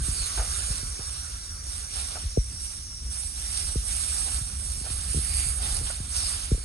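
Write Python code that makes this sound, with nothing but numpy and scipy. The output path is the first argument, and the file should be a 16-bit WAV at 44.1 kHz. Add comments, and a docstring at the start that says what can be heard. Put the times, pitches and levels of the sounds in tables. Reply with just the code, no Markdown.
"""A long plastic strip is dragged over dry leaves in a large greenhouse, hissing in surges.
Each pull swells into scrape, rustle and fizz, with leaves snapping and falling zips over stalks.
Behind it hang airy hiss, a hollow drone and a steady high whirr, perhaps of insects.
A hand-held camera rumbles, thumps and scuffs as it is moved;
its right microphone is very bright above 8 kHz."""
import sys
import numpy as np
from scipy import signal
from scipy.fft import rfft, irfft, next_fast_len
from scipy.io import wavfile
from scipy.ndimage import uniform_filter1d

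SR = 44100
rng = np.random.default_rng(int(sys.argv[2]) if len(sys.argv) > 2 else 0)


def unload_audio(sound):
    """Save the sound as a 16-bit wav file, at the path given as the first command line argument."""
    columns = np.transpose(np.atleast_2d(sound))
    # keep every value between -1 and 1, then stretch to whole-number steps
    steps = np.round(np.clip(columns, -1, 1) * 32767)
    wavfile.write(sys.argv[1], SR, steps.astype(np.int16))


N = 293163
T = np.arange(N) / SR
FRAME, HOP = 512, 128  # samples; airborne noise is painted on a grid of TIMES by HZ
TIMES = np.arange(N // HOP + 5) * HOP / SR
HZ = np.fft.rfftfreq(FRAME, 1 / SR)


def amp(db):
    """Decibels to gain."""
    return 10 ** (np.asarray(db) / 20)


def unit(x):
    """Scales to an rms of one."""
    return x / np.sqrt(np.mean(x ** 2) + 1e-20)


def read(points, hz):
    """Reads a curve along a log-frequency axis."""
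    freq_hz, value = np.transpose(points)
    return np.interp(np.log(hz + 1), np.log(freq_hz + 1), value)


def follow(rows, t):
    """Reads every lane of an envelope table at the times t."""
    time_s, *lanes = np.transpose(rows)
    return [np.interp(t, time_s, lane) for lane in lanes]


def coloured(x, eq):
    """Filters a signal by an EQ curve of freq_hz, gain_db."""
    size = next_fast_len(N + FRAME)
    gain = amp(read(eq, np.fft.rfftfreq(size, 1 / SR)))
    return irfft(rfft(x, size) * gain, size)[..., :N]


def patches(frames, bins):
    """Random unevenness, smoothed over time and frequency."""
    noise = rng.standard_normal((len(TIMES), len(HZ)))
    return unit(uniform_filter1d(uniform_filter1d(noise, frames, axis=0), bins, axis=1))


def airborne(field_db):
    """Noise with a time-by-frequency level, partly alike and out of phase in the two microphones."""
    # how alike the two sides are: freq_hz, likeness (0-1)
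    stereo_likeness = [(200, 1), (500, 0.45), (800, 1), (1250, 0.11), (2100, 0.51), (2600, 0.21),
                       (3100, 0.58), (3500, 0.34), (4000, 0.7), (4800, 0.19), (5600, 0.57), (6000, 0.82),
                       (6600, 0.99), (7500, 0.77), (8200, 0.71), (9600, 0.3)]
    # how far the right side leads: freq_hz, lead_rad
    right_lead = [(250, 0.1), (800, 0.82), (1100, 4.01), (1550, 7.44), (2400, 7.24), (2750, 10.85),
                  (3300, 9.75), (3650, 7.13), (4300, 6.64), (5000, 3.67), (5600, 3.16), (6300, 0.41),
                  (7300, -0.48), (8000, -3.3), (9400, -3.3)]
    a, b, c, d = rng.standard_normal((4, len(TIMES), len(HZ)))
    left, unrelated = a + 1j * b, c + 1j * d
    same = np.clip(read(stereo_likeness, HZ), 0, 1)
    right = (same * left + np.sqrt(1 - same ** 2) * unrelated) * np.exp(1j * read(right_lead, HZ))
    spectra = np.array([left, right]) * amp(field_db)
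    return signal.istft(spectra, nperseg=FRAME, noverlap=FRAME - HOP, time_axis=1, freq_axis=2)[1][:, :N]


def pulling(t, release_db_per_s=61, creep_rustle_db=-61.5, creep_fizz_db=-53, creep_scrape_db=-64.5):
    """Rustle, fizz and scrape envelopes in dB: each pull rises, holds and slows to a quiet creep."""
    # pulls on the strip: start_s, rise_s, hold_s, rustle_db, fizz_db
    pulls = [(0.0, 0.048, 0.19, -46.5, -32.5), (.15, .1, 0.2, -44.5, -39), (0.419, 0.098, 0.23, -44, -34.5),
             (0.885, 0.13, 0.22, -49, -41), (1.606, 0.13, 0.04, -48.5, -38),
             (1.869, 0.097, 0.054, -42.5, -34.5), (2.08, .05, 0.059, -48, -42),
             (2.424, 0.11, 0.064, -59, -44.5), (2.583, 0.051, .03, -52.5, -37.5),
             (2.69, 0.028, 0.015, -53.5, -45), (3.093, 0.028, .11, -50.5, -34),
             (3.275, .15, 0.23, -47, -34), (3.467, 0.085, 0.08, -44.5, -35),
             (3.75, 0.16, 0.42, -42.5, -29.5), (4.437, 0.24, 0.071, -51.5, -35.5),
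             (4.774, .13, 0.13, -46, -34.5), (5.032, 0.12, .11, -45, -31),
             (5.247, .12, 0.092, -45.5, -28.5), (5.565, .08, 0.092, -41, -30),
             (5.81, 0.04, 0.031, -44.5, -35.5), (6.06, 0.14, 0.068, -39, -29),
             (6.316, 0.022, .05, -43.5, -38)]
    rustle_power, fizz_power = amp(creep_rustle_db) ** 2, amp(creep_fizz_db) ** 2
    for start_s, rise_s, hold_s, rustle_db, fizz_db in pulls:
        release = amp(-release_db_per_s * np.maximum(t - start_s - rise_s - hold_s, 0))
        speed = np.clip((t - start_s) / rise_s, 0, 1) * release
        rustle_power += (speed * amp(rustle_db)) ** 2
        fizz_power += (speed * amp(fizz_db)) ** 2
    rustle, fizz = 10 * np.log10([rustle_power, fizz_power])
    scrape = creep_scrape_db + 0.71 * (rustle - creep_rustle_db)  # grows with the rustle, but less
    return rustle, fizz, scrape


def crackle(per_s, spread_db, depth, decay_s=0.00079):
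    """A gain that jumps for about a millisecond whenever a leaf snaps."""
    snaps = (rng.random(N) < per_s / SR) * amp(spread_db * np.minimum(rng.exponential(1, N), 4))
    snap_power = signal.lfilter([1], [1, -np.exp(-1 / (decay_s * SR))], snaps ** 2)
    return unit(np.sqrt(1 + depth * unit(snap_power)))


def strip(scrape_db=-5.0, rustle_db=-12.5, fizz_db=-27.0, patchy_db=1.86, flutter_db=0.87):
    """Plastic slides over leaves: low scrape, mid rustle and high fizz surge with each pull."""
    # colour of dry leaves under plastic: freq_hz, gain_db
    leaf_eq = [(200, -13), (450, -13.5), (620, -9), (780, -5.5), (950, -6.5), (1300, -2), (2000, -5.5),
               (3000, -0.5), (4200, 1), (5500, 5), (6500, 1), (7600, 0.5), (13000, -1.5)]
    rustle, fizz, scrape = pulling(TIMES[:, None])
    high = read([(5000, 0.059), (8000, 0.96)], HZ)  # the fizz's share at each frequency
    low = read([(1600, 0.66), (3000, 0.34)], HZ)  # the scrape's share
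    level_db = high * (fizz + fizz_db) + low * (scrape + scrape_db)
    level_db += (1 - high - low) * (rustle + rustle_db)
    uneven_db = patchy_db * patches(frames=10, bins=9) + flutter_db * patches(frames=9, bins=160)
    hiss = airborne(level_db + read(leaf_eq, HZ) + uneven_db)
    return hiss * crackle(per_s=290, spread_db=11.5, depth=0.29)


def greenhouse(whirr_hz=5640, whirr_width_hz=340, drone_hz=1385, drone_width_hz=290,
               patchy_db=3.5, whirr_patchy_db=2.3):
    """A bed of distant hiss, with a high whirr and a hollow drone in it."""
    # colour of the still air: freq_hz, gain_db
    air_eq = [(150, -49), (300, -19), (500, -16), (900, -28), (1300, -42), (2100, -15), (3300, -20.5),
              (4700, -9.5), (5600, -20), (6500, -7.5), (7600, -19), (13000, -20)]
    # slow swells and fades of the bed: time_s, air_db, whirr_db, drone_db
    swells = [(0, -50, -58, -62), (.4, -45.5, -50, -54), (1.1, -52.5, -50, -62), (2, -53, -51, -64),
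              (3, -59.5, -49.5, -77.5), (4.2, -53.5, -51.5, -69.5), (5.2, -53, -58, -65),
              (6.65, -52, -59, -65)]
    air_db, whirr_db, drone_db = follow(swells, TIMES[:, None])
    uneven = patches(frames=24, bins=3)
    whirr = amp(whirr_db + whirr_patchy_db * uneven) / (1 + ((HZ - whirr_hz) / whirr_width_hz) ** 2)
    drone = amp(drone_db + patchy_db * uneven) / np.sqrt(1 + ((HZ - drone_hz) / drone_width_hz) ** 6)
    air = amp(air_db + read(air_eq, HZ) + patchy_db * uneven)
    return airborne(10 * np.log10(air ** 2 + whirr ** 2 + drone ** 2))


def tremor(gain_db=3.0, unsteady_db=1.5):
    """The hand shakes the camera body: an unsteady rumble, alike in both microphones."""
    # strength of the shake: time_s, level_db
    envelope = [(0.0, -34.5), (0.24, -41), (0.66, -37.5), (0.89, -42.5), (2.91, -41.5), (5.7, -35.5),
                (6.0, -38), (6.65, -41)]
    # colour of the body under the hand: freq_hz, gain_db
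    body_eq = [(15, -28), (30, -7.5), (45, -4), (62, 2), (80, -5), (110, -14.5), (160, -23), (250, -27.5),
               (500, -44.5)]
    level_db, = follow(envelope, T)
    rumble = unit(coloured(rng.standard_normal(N), body_eq))
    wobble = unit(sum(np.sin(2 * np.pi * (hz * T + rng.random())) for hz in np.geomspace(1.5, 7, 20)))
    return amp(level_db + gain_db + unsteady_db * wobble) * rumble


def knocks(delay_cycles=1.325, ring_hz=453, ring_width_hz=69):
    """Bending waves carry highs faster than lows, so each knock arrives as a short falling thump."""
    # knocks on the camera grip, from dull thuds to brighter taps, each with its own loudness:
    # start_s, level_db, cutoff_hz
    hits = [(0.0, -22, 150), (0.081, -22.5, 300), (0.191, -28, 147), (0.379, -15, 73), (0.699, -24.5, 205),
            (0.828, -28, 317), (0.99, -31.5, 450), (2.234, -32.5, 304), (2.245, -18, 79),
            (2.372, -12.5, 725), (3.755, -19, 410), (3.772, -19.5, 70), (4.409, -24, 161), (4.81, -32, 314),
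            (4.9, -30.5, 302), (5.143, -23, 440), (5.157, -20.5, 260), (5.17, -20, 334), (5.185, -25, 354),
            (5.458, -23.5, 150), (5.81, -31, 450), (5.999, -25.5, 276), (6.515, -12, 382),
            (6.544, -28.5, 900), (6.576, -33, 507)]
    # what the grip passes of a knock: freq_hz, gain_db
    grip_eq = [(15, -37), (30, -3), (50, 12.5), (75, 3.5), (120, 2.5), (200, -8), (300, -11.5),
               (480, -10.5), (650, -8.5), (1000, -28)]
    # above the deep thud, the left side hears a knock late: freq_hz, lag_rad
    left_lag = [(200, 0), (300, .25), (400, 1), (500, 1.9), (620, 3)]
    size = next_fast_len(N + SR)
    hz = np.fft.rfftfreq(size, 1 / SR)
    hz = hz[hz < 2000] + 1e-3
    dispersion = np.exp(-2j * np.pi * delay_cycles * np.log(hz / 58.8))  # delay = delay_cycles / hz
    case_ring = 1 + 1 / (1 + 2j * (hz - ring_hz) / ring_width_hz)  # the hollow case rings briefly
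    thump = amp(read(grip_eq, hz)) * dispersion * case_ring
    thump /= abs(irfft(thump, size)).max()
    blows = sum(amp(level_db) * np.exp(-2j * np.pi * hz * start_s) / np.sqrt(1 + (hz / cutoff_hz) ** 8)
                for start_s, level_db, cutoff_hz in hits)
    half_lag = np.exp(-0.5j * read(left_lag, hz))
    return irfft(thump * blows * np.array([half_lag, 1 / half_lag]), size)[:, :N]


def zips():
    """The strip zips over stalks: a narrow band of noise that falls as the slide slows."""
    # zipping glides: start_s, length_s, from_hz, to_hz, half_width_hz, level_db
    glides = [(0.117, 0.18, 5000, 3880, 220, -42), (0.176, 0.22, 7150, 5330, 230, -48),
              (.42, 0.36, 7100, 6850, 230, -50), (5.19, 0.36, 4730, 4600, 260, -46),
              (5.222, 0.34, 2480, 2360, 450, -51.5), (6.103, 0.22, 6400, 4470, 556, -43.5)]
    field = 1e-6
    for start_s, length_s, from_hz, to_hz, half_width_hz, level_db in glides:
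        progress = np.clip((TIMES[:, None] - start_s) / length_s, 0, 1)
        pitch_hz = from_hz + (to_hz - from_hz) * progress
        field += amp(level_db) * np.sin(np.pi * progress) / (1 + ((HZ - pitch_hz) / half_width_hz) ** 2)
    return airborne(20 * np.log10(field))


def scuffs(stereo_spread=0.8):
    """Fingers slip on the camera case in short strokes that rise fast and die away."""
    # finger strokes: start_s, length_s, level_db
    strokes = [(0.373, 0.015, -33.5), (0.393, 0.016, -34), (0.41, 0.045, -41.5), (0.994, 0.024, -46.5),
               (1.942, 0.1, -49.5), (2.155, 0.0072, -39), (2.164, 0.016, -40), (4.26, 0.046, -47.5),
               (4.84, 0.035, -45.5), (4.86, 0.034, -48), (5.554, 0.28, -48), (5.899, 0.013, -42)]
    # colour of the rubbed case: freq_hz, gain_db
    case_eq = [(150, -32), (400, -6.5), (620, -3), (740, -0.5), (850, -0.5), (1020, -14.5), (1450, -3.5),
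               (2000, -16.5), (2800, -16), (5000, -36), (9000, -48)]
    envelope = np.zeros(N)
    for start_s, length_s, level_db in strokes:
        age = 3 * np.maximum(T - start_s, 0) / length_s  # peaks a third of the way in
        envelope += amp(level_db) * age * np.exp(1 - age)
    noise = rng.standard_normal(N) + stereo_spread * rng.standard_normal((2, N))
    return envelope * unit(coloured(noise, case_eq))


def scene():
    """The strip and the greenhouse, plus the handling noise of the camera."""
    return strip() + zips() + greenhouse() + scuffs() + tremor() + knocks()


def record(dry, cutoff_hz=13000):
    """Each microphone has its own treble lift, stronger on the right; a low-pass trims the top."""
    # the flat range of both microphones, then the treble of each: freq_hz, gain_db
    flat = [(7880, 0)]
    left_treble = [(8030, 9), (8400, 10), (9000, -1), (9600, 0.5), (10100, -3), (10300, -27), (10450, -62)]
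    right_treble = [(8030, 19.5), (9000, 19), (10000, 15), (11000, 7), (12000, -3), (13000, -29)]
    bright = np.array([coloured(dry[0], flat + left_treble), coloured(dry[1], flat + right_treble)])
    lowpass = signal.firwin(511, cutoff_hz, window=("kaiser", 9), fs=SR)
    return signal.oaconvolve(bright, lowpass[None], "same")


dry = scene()
out = record(dry)
unload_audio(out)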